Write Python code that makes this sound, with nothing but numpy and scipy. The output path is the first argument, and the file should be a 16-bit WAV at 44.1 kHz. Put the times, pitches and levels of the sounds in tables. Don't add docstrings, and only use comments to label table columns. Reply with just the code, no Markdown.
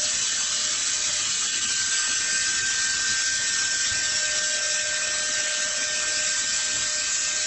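import sys
import numpy as np
from scipy import signal
from scipy.fft import rfft, irfft, next_fast_len
from scipy.io import wavfile
from scipy.ndimage import map_coordinates

SR = 44100
rng = np.random.default_rng(int(sys.argv[2]) if len(sys.argv) > 2 else 0)


def persist_wave(psi):
    counts = np.round(np.clip(psi, -1, 1) * 32767).astype(np.int16)
    wavfile.write(sys.argv[1], SR, np.atleast_2d(counts).T)


N = 328986
TIME = np.arange(N) / SR
SIZE = next_fast_len(N)
FREQS = np.maximum(np.fft.rfftfreq(SIZE, 1 / SR), 1)

# time_s, jet_db, gap_db, rush_db
AIRFLOW = [(0, -29.5, -28, -33.5), (1.3, -29.5, -29.5, -32.5), (2.6, -29.5, -28.7, -32),
           (3.3, -31.5, -28, -33), (4.7, -30.5, -29.5, -33), (5.6, -31, -30.5, -32),
           (7.46, -29.5, -28.5, -33.5)]
# pitch_hz, relative_db
JET_COLOUR = [(3500, -25.5), (5000, -21.5), (6000, -5.5), (6600, -4.5), (7000, -0.5), (7400, -0.5),
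              (8000, 1), (9000, -12.5)]
GAP_COLOUR = [(3000, -28), (4200, -7.5), (4900, -3), (5500, -0.5), (6200, -0.5), (6800, -4), (8000, -13.5)]
INTAKE_COLOUR = [(100, -10.5), (170, -2.5), (230, 6.5), (320, 3.5), (450, -1.5), (700, -1.5), (900, 3.5),
                 (1100, 4), (1400, -10.5), (2500, -30.5)]
RUSH_COLOUR = [(700, -41.5), (1050, -16), (1230, -2.5), (1450, -1), (2000, -1.5), (2280, -2.5),
               (2480, -6.5), (2850, -3), (3200, -0.5), (3900, 1), (4700, -2), (6500, -17.5)]
# pitch_hz, width_hz, relative_to_rush_db
HOUSING_RINGS = [(2484, 200, -10), (2669, 100, -14), (2967, 190, -14.5)]
# pitch_hz, width_hz, relative_to_whine_db
DUCT_RINGS = [(1553, 105, -9), (1812, 55, -11)]
# time_s, pitch_hz
WHINE_PITCH = [(0, 1555), (.7, 1556), (2.0, 1562.5), (4.2, 1564.5), (5.8, 1565), (7.0, 1566.5),
               (7.46, 1571)]
# time_s, whine_db, third_db
MOTOR_LEVELS = [(0, -46, -48.5), (1.45, -45, -48), (1.66, -39, -47), (1.79, -34, -48), (2.05, -35.5, -39),
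                (2.5, -31.5, -39), (4.1, -34, -38.5), (5.1, -35, -39.5), (6.25, -36, -40.5),
                (6.7, -39, -42), (7.46, -38, -44.5)]
# time_s, level_db
SHAFT_HUM = [(0.0, -43), (0.04, -42), (0.21, -63), (0.7, -49), (0.85, -60), (1.18, -46.5), (1.33, -66),
             (2.06, -72), (2.3, -54), (2.66, -69.5), (3.39, -53), (3.59, -63.5), (4.3, -43), (6.23, -43),
             (6.4, -53), (6.98, -45), (7.13, -57), (7.46, -44)]
# multiple_of_shaft_speed, level_db
FAN_TONES = [(2, -54.5), (5, -48.5), (6, -48.5), (10, -44.5)]
# pitch_hz, width_hz, level_db
RIM_LEAKS = [(2980, 260, -41), (3325, 230, -45), (3980, 340, -41), (4494, 350, -44.5), (6550, 470, -41)]
# start_s, end_s, pitch_hz, peak_db
VALVE_NOTES = [(2.9, 5.305, 5530, -38.5), (3.2, 4.5, 7380, -37), (5.6, 7.9, 7420, -38.5)]
# pitch_hz, depth_db
FLICKER_DEPTH = [(200, 3.5), (600, 3), (1000, 3.5), (1500, 2.5), (2200, 2.5), (3300, 3), (4500, 3),
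                 (5800, 1.94), (8000, 1.15)]
# time_s, low_middle_change_db, air_change_db
DIPS = [(1.40, -12, 1), (1.515, -1, -3.5), (1.605, -2, -5), (1.67, -10, -3), (1.79, -8, -0.5),
        (1.85, -1, -1), (3.27, -6, 1)]
# time_s, delay_ms, share_reflected
BAG_BOUNCE = [(0, 0.38, 0), (1.2, 0.4, .03), (2.1, .37, 0.087), (2.9, .35, .0), (4.2, .375, 0.12),
              (5.6, 0.35, 0.086), (7.46, 0.45, .16)]
HAND_BOUNCE = [(0, .66, 0.072), (1, .67, 0.021), (2.3, .65, .2), (2.8, .55, .07), (5.2, .53, .09),
               (7.46, 0.55, 0.026)]
FLOOR_BOUNCE = [(0, 1.78, 0.071), (1.8, 1.72, 0.1), (2.4, 1.53, 0.07), (4.4, 1.46, 0.079),
                (6.001, 1.6, .04), (7.46, 1.55, 0.16)]
# time_s, level_db
RUMBLE_LEVEL = [(0, -52.5), (.8, -59), (1.25, -51), (2.05, -60), (2.45, -53.5), (3.95, -52), (4.35, -59),
                (5.1, -57), (5.6, -67), (6.25, -52.5), (7.46, -62)]
# pitch_hz, relative_db
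RUMBLE_COLOUR = [(15, -22.5), (35, -10.5), (50, -2), (110, 0), (170, -8.5), (240, -6), (400, -16.5),
                 (900, -27)]
# pitch_hz, level_db
MAINS_TONES = [(49.5, -65.5), (99, -61), (198, -63.5)]
# start_s, level_db
HAND_BUMPS = [(3.765, -47), (3.915, -33.5)]


def valve_hiss():
    jet_db, gap_db, _ = curves(AIRFLOW)
    jet = from_db(jet_db + 2.5 + 0.29 * drift(2.4)) * noise(JET_COLOUR)
    gap = from_db(gap_db + 0.4 * drift(2.5)) * noise(GAP_COLOUR)
    draught = from_db(-51 + 1.8 * drift(18)) * noise(INTAKE_COLOUR)
    hum_db, = curves(SHAFT_HUM)
    stirred = from_db(hum_db - 10) * ring(600, width_hz=200)
    return jet + gap + draught + stirred


def exhaust_rush():
    _, _, rush_db = curves(AIRFLOW)
    whine_db, _ = curves(MOTOR_LEVELS)
    air = from_db(rush_db - 0.34) * noise(RUSH_COLOUR)
    for hz, width_hz, db in HOUSING_RINGS:
        air += from_db(rush_db + db) * ring(hz, width_hz)
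    for hz, width_hz, db in DUCT_RINGS:
        air += from_db(whine_db + db) * ring(hz, width_hz)
    notch_hz, notch_width_hz = 1734, 210
    notch = signal.iirnotch(notch_hz, notch_hz / notch_width_hz, fs=SR)
    hollow = signal.lfilter(*notch, air)
    notch_depth = np.clip((whine_db + 47) / 10, 0, 1)
    return air + notch_depth * (hollow - air)


def motor():
    ball_passes_per_turn = 2.5805
    whine_hz, = curves(WHINE_PITCH)
    shaft_hz = whine_hz / ball_passes_per_turn
    whine_db, third_db = curves(MOTOR_LEVELS)
    hum_db, = curves(SHAFT_HUM)
    whine = from_db(whine_db + drift(10)) * tone(whine_hz, shake=0.23, shake_hz=17)
    hum = from_db(hum_db - 0.2) * tone(shaft_hz, shake=0.34, shake_hz=76)
    third = from_db(third_db) * tone(3 * shaft_hz, shake=0.36, shake_hz=27)
    fan = sum(from_db(db) * tone(multiple * shaft_hz, shake=1, shake_hz=20) for multiple, db in FAN_TONES)
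    return whine + hum + third + fan


def leak_and_notes():
    sealed_at_s, sealing_s = 2.4, 0.74
    unsealed = np.clip((sealed_at_s - TIME) / sealing_s, 0, 1)
    air = unsealed * sum(from_db(db) * ring(hz, width_hz) for hz, width_hz, db in RIM_LEAKS)
    for start_s, end_s, hz, db in VALVE_NOTES:
        progress = np.clip((TIME - start_s) / (end_s - start_s), 0, 1)
        air += from_db(db) * np.sin(np.pi * progress) * ring(hz, width_hz=250)
    return air


def shimmer(air):
    hz, times, bands = signal.stft(air, SR, nperseg=1024)
    heard = hz < 8040
    hz = hz[heard]
    flicker = 0.72 * patches(hz, times, width_hz=95, length_s=0.075)
    flicker += 0.57 * patches(hz, times, width_hz=421.4, length_s=0.028)
    ripple = patches(hz, times, width_hz=100, length_s=0.16)
    flicker -= 0.5 * np.minimum(flicker, 0) ** 2
    ripple -= 2.2 * np.minimum(ripple, 0) ** 2
    flicker_db = np.interp(hz, *np.transpose(FLICKER_DEPTH))
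    ripple_db = np.exp(-(np.log2((hz + 1) / 3100) / 0.65) ** 2)
    bands[heard] *= from_db(flicker * flicker_db[:, None] + ripple * ripple_db[:, None])
    return signal.istft(bands, SR, nperseg=1024)[1][:N]


def close_echo(air, path, oversample=4):
    delay_ms, share = curves(path)
    fine_air = signal.resample_poly(air, oversample, 1)
    read_at = (TIME - delay_ms / 1000) * SR * oversample
    return share * np.interp(read_at, np.arange(len(fine_air)), fine_air)


def dip_low_middle(sound, centre_hz=640, half_width_octaves=0.67):
    band_shape = 1 / (1 + (np.log2(FREQS / centre_hz) / half_width_octaves) ** 4)
    band = irfft(rfft(sound, SIZE) * band_shape, SIZE)[:N]
    gain = from_db(dips_db(column=1, length_s=0.016))
    return sound + (gain - 1) * band


def hand_bump(start_s, hz=97, length_s=0.011):
    age_s = np.maximum(TIME - start_s, 0)
    rise = 2 * age_s / length_s
    return rise * np.exp(1 - rise) * np.sin(2 * np.pi * hz * age_s)


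def background():
    rumble_db, = curves(RUMBLE_LEVEL)
    rumble = from_db(rumble_db + 4.7 * drift(12)) * noise(RUMBLE_COLOUR)
    mains = sum(from_db(db) * tone(hz, shake=0.96, shake_hz=3.4) for hz, db in MAINS_TONES)
    bumps = sum(from_db(db) * hand_bump(start_s) for start_s, db in HAND_BUMPS)
    return rumble + mains + bumps


def from_db(db):
    return 10 ** (np.asarray(db) / 20)


def unit_power(x):
    return x / np.sqrt(np.mean(np.abs(x) ** 2) + 1e-20)


def curves(table):
    times, *columns = np.transpose(table)
    return [np.interp(TIME, times, column) for column in columns]


def dips_db(column, length_s):
    return sum(row[column] * np.exp(-((TIME - row[0]) / length_s) ** 2) for row in DIPS)


def spin(hz):
    return np.exp(2j * np.pi * np.cumsum(hz * np.ones(N)) / SR)


def flutter(rate_hz):
    white = rng.standard_normal(SIZE) + 1j * rng.standard_normal(SIZE)
    roll_off = 1 + (np.fft.fftfreq(SIZE, 1 / SR) / rate_hz) ** 2
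    return unit_power(np.fft.ifft(white / roll_off)[:N])


def drift(rate_hz, step=40):
    memory = np.exp(-2 * np.pi * step * rate_hz / SR)
    coarse = rng.standard_normal(N // step + 2002)
    slow = signal.lfilter([1], [1, -2 * memory, memory ** 2], coarse)[2000:]
    return np.interp(np.arange(N) / step, np.arange(len(slow)), unit_power(slow))


def patches(hz, times, width_hz, length_s, glide_hz_per_s=89.8):
    hz, times = np.meshgrid(hz, times, indexing="ij")
    where = [(hz - glide_hz_per_s * times) / width_hz, times / length_s]
    return map_coordinates(rng.standard_normal((512, 512)), where, order=3, mode="grid-wrap")


def noise(colour):
    hz, db = np.transpose(colour)
    gain = from_db(np.interp(np.log(FREQS), np.log(hz), db))
    white = rng.standard_normal(SIZE)
    return unit_power(irfft(rfft(white) * gain, SIZE)[:N])


def ring(hz, width_hz):
    return unit_power((spin(hz) * flutter(width_hz / 2)).real)


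def tone(hz, shake, shake_hz):
    return unit_power((spin(hz) * (1 + shake * flutter(shake_hz))).real)


def scene():
    surge = from_db(0.6 * drift(39) + dips_db(column=2, length_s=0.011))
    air = shimmer(valve_hiss() + exhaust_rush() + leak_and_notes())
    air += sum(close_echo(air, path) for path in (BAG_BOUNCE, HAND_BOUNCE, FLOOR_BOUNCE))
    mix = motor() + dip_low_middle(surge * air + background())
    return np.array([mix, mix])


def record(dry):
    loss_db = np.clip((FREQS - 8000) * 0.3, 0, 90)
    return irfft(rfft(dry, SIZE) * from_db(-loss_db), SIZE)[:, :N]


dry = scene()
out = record(dry)
persist_wave(out)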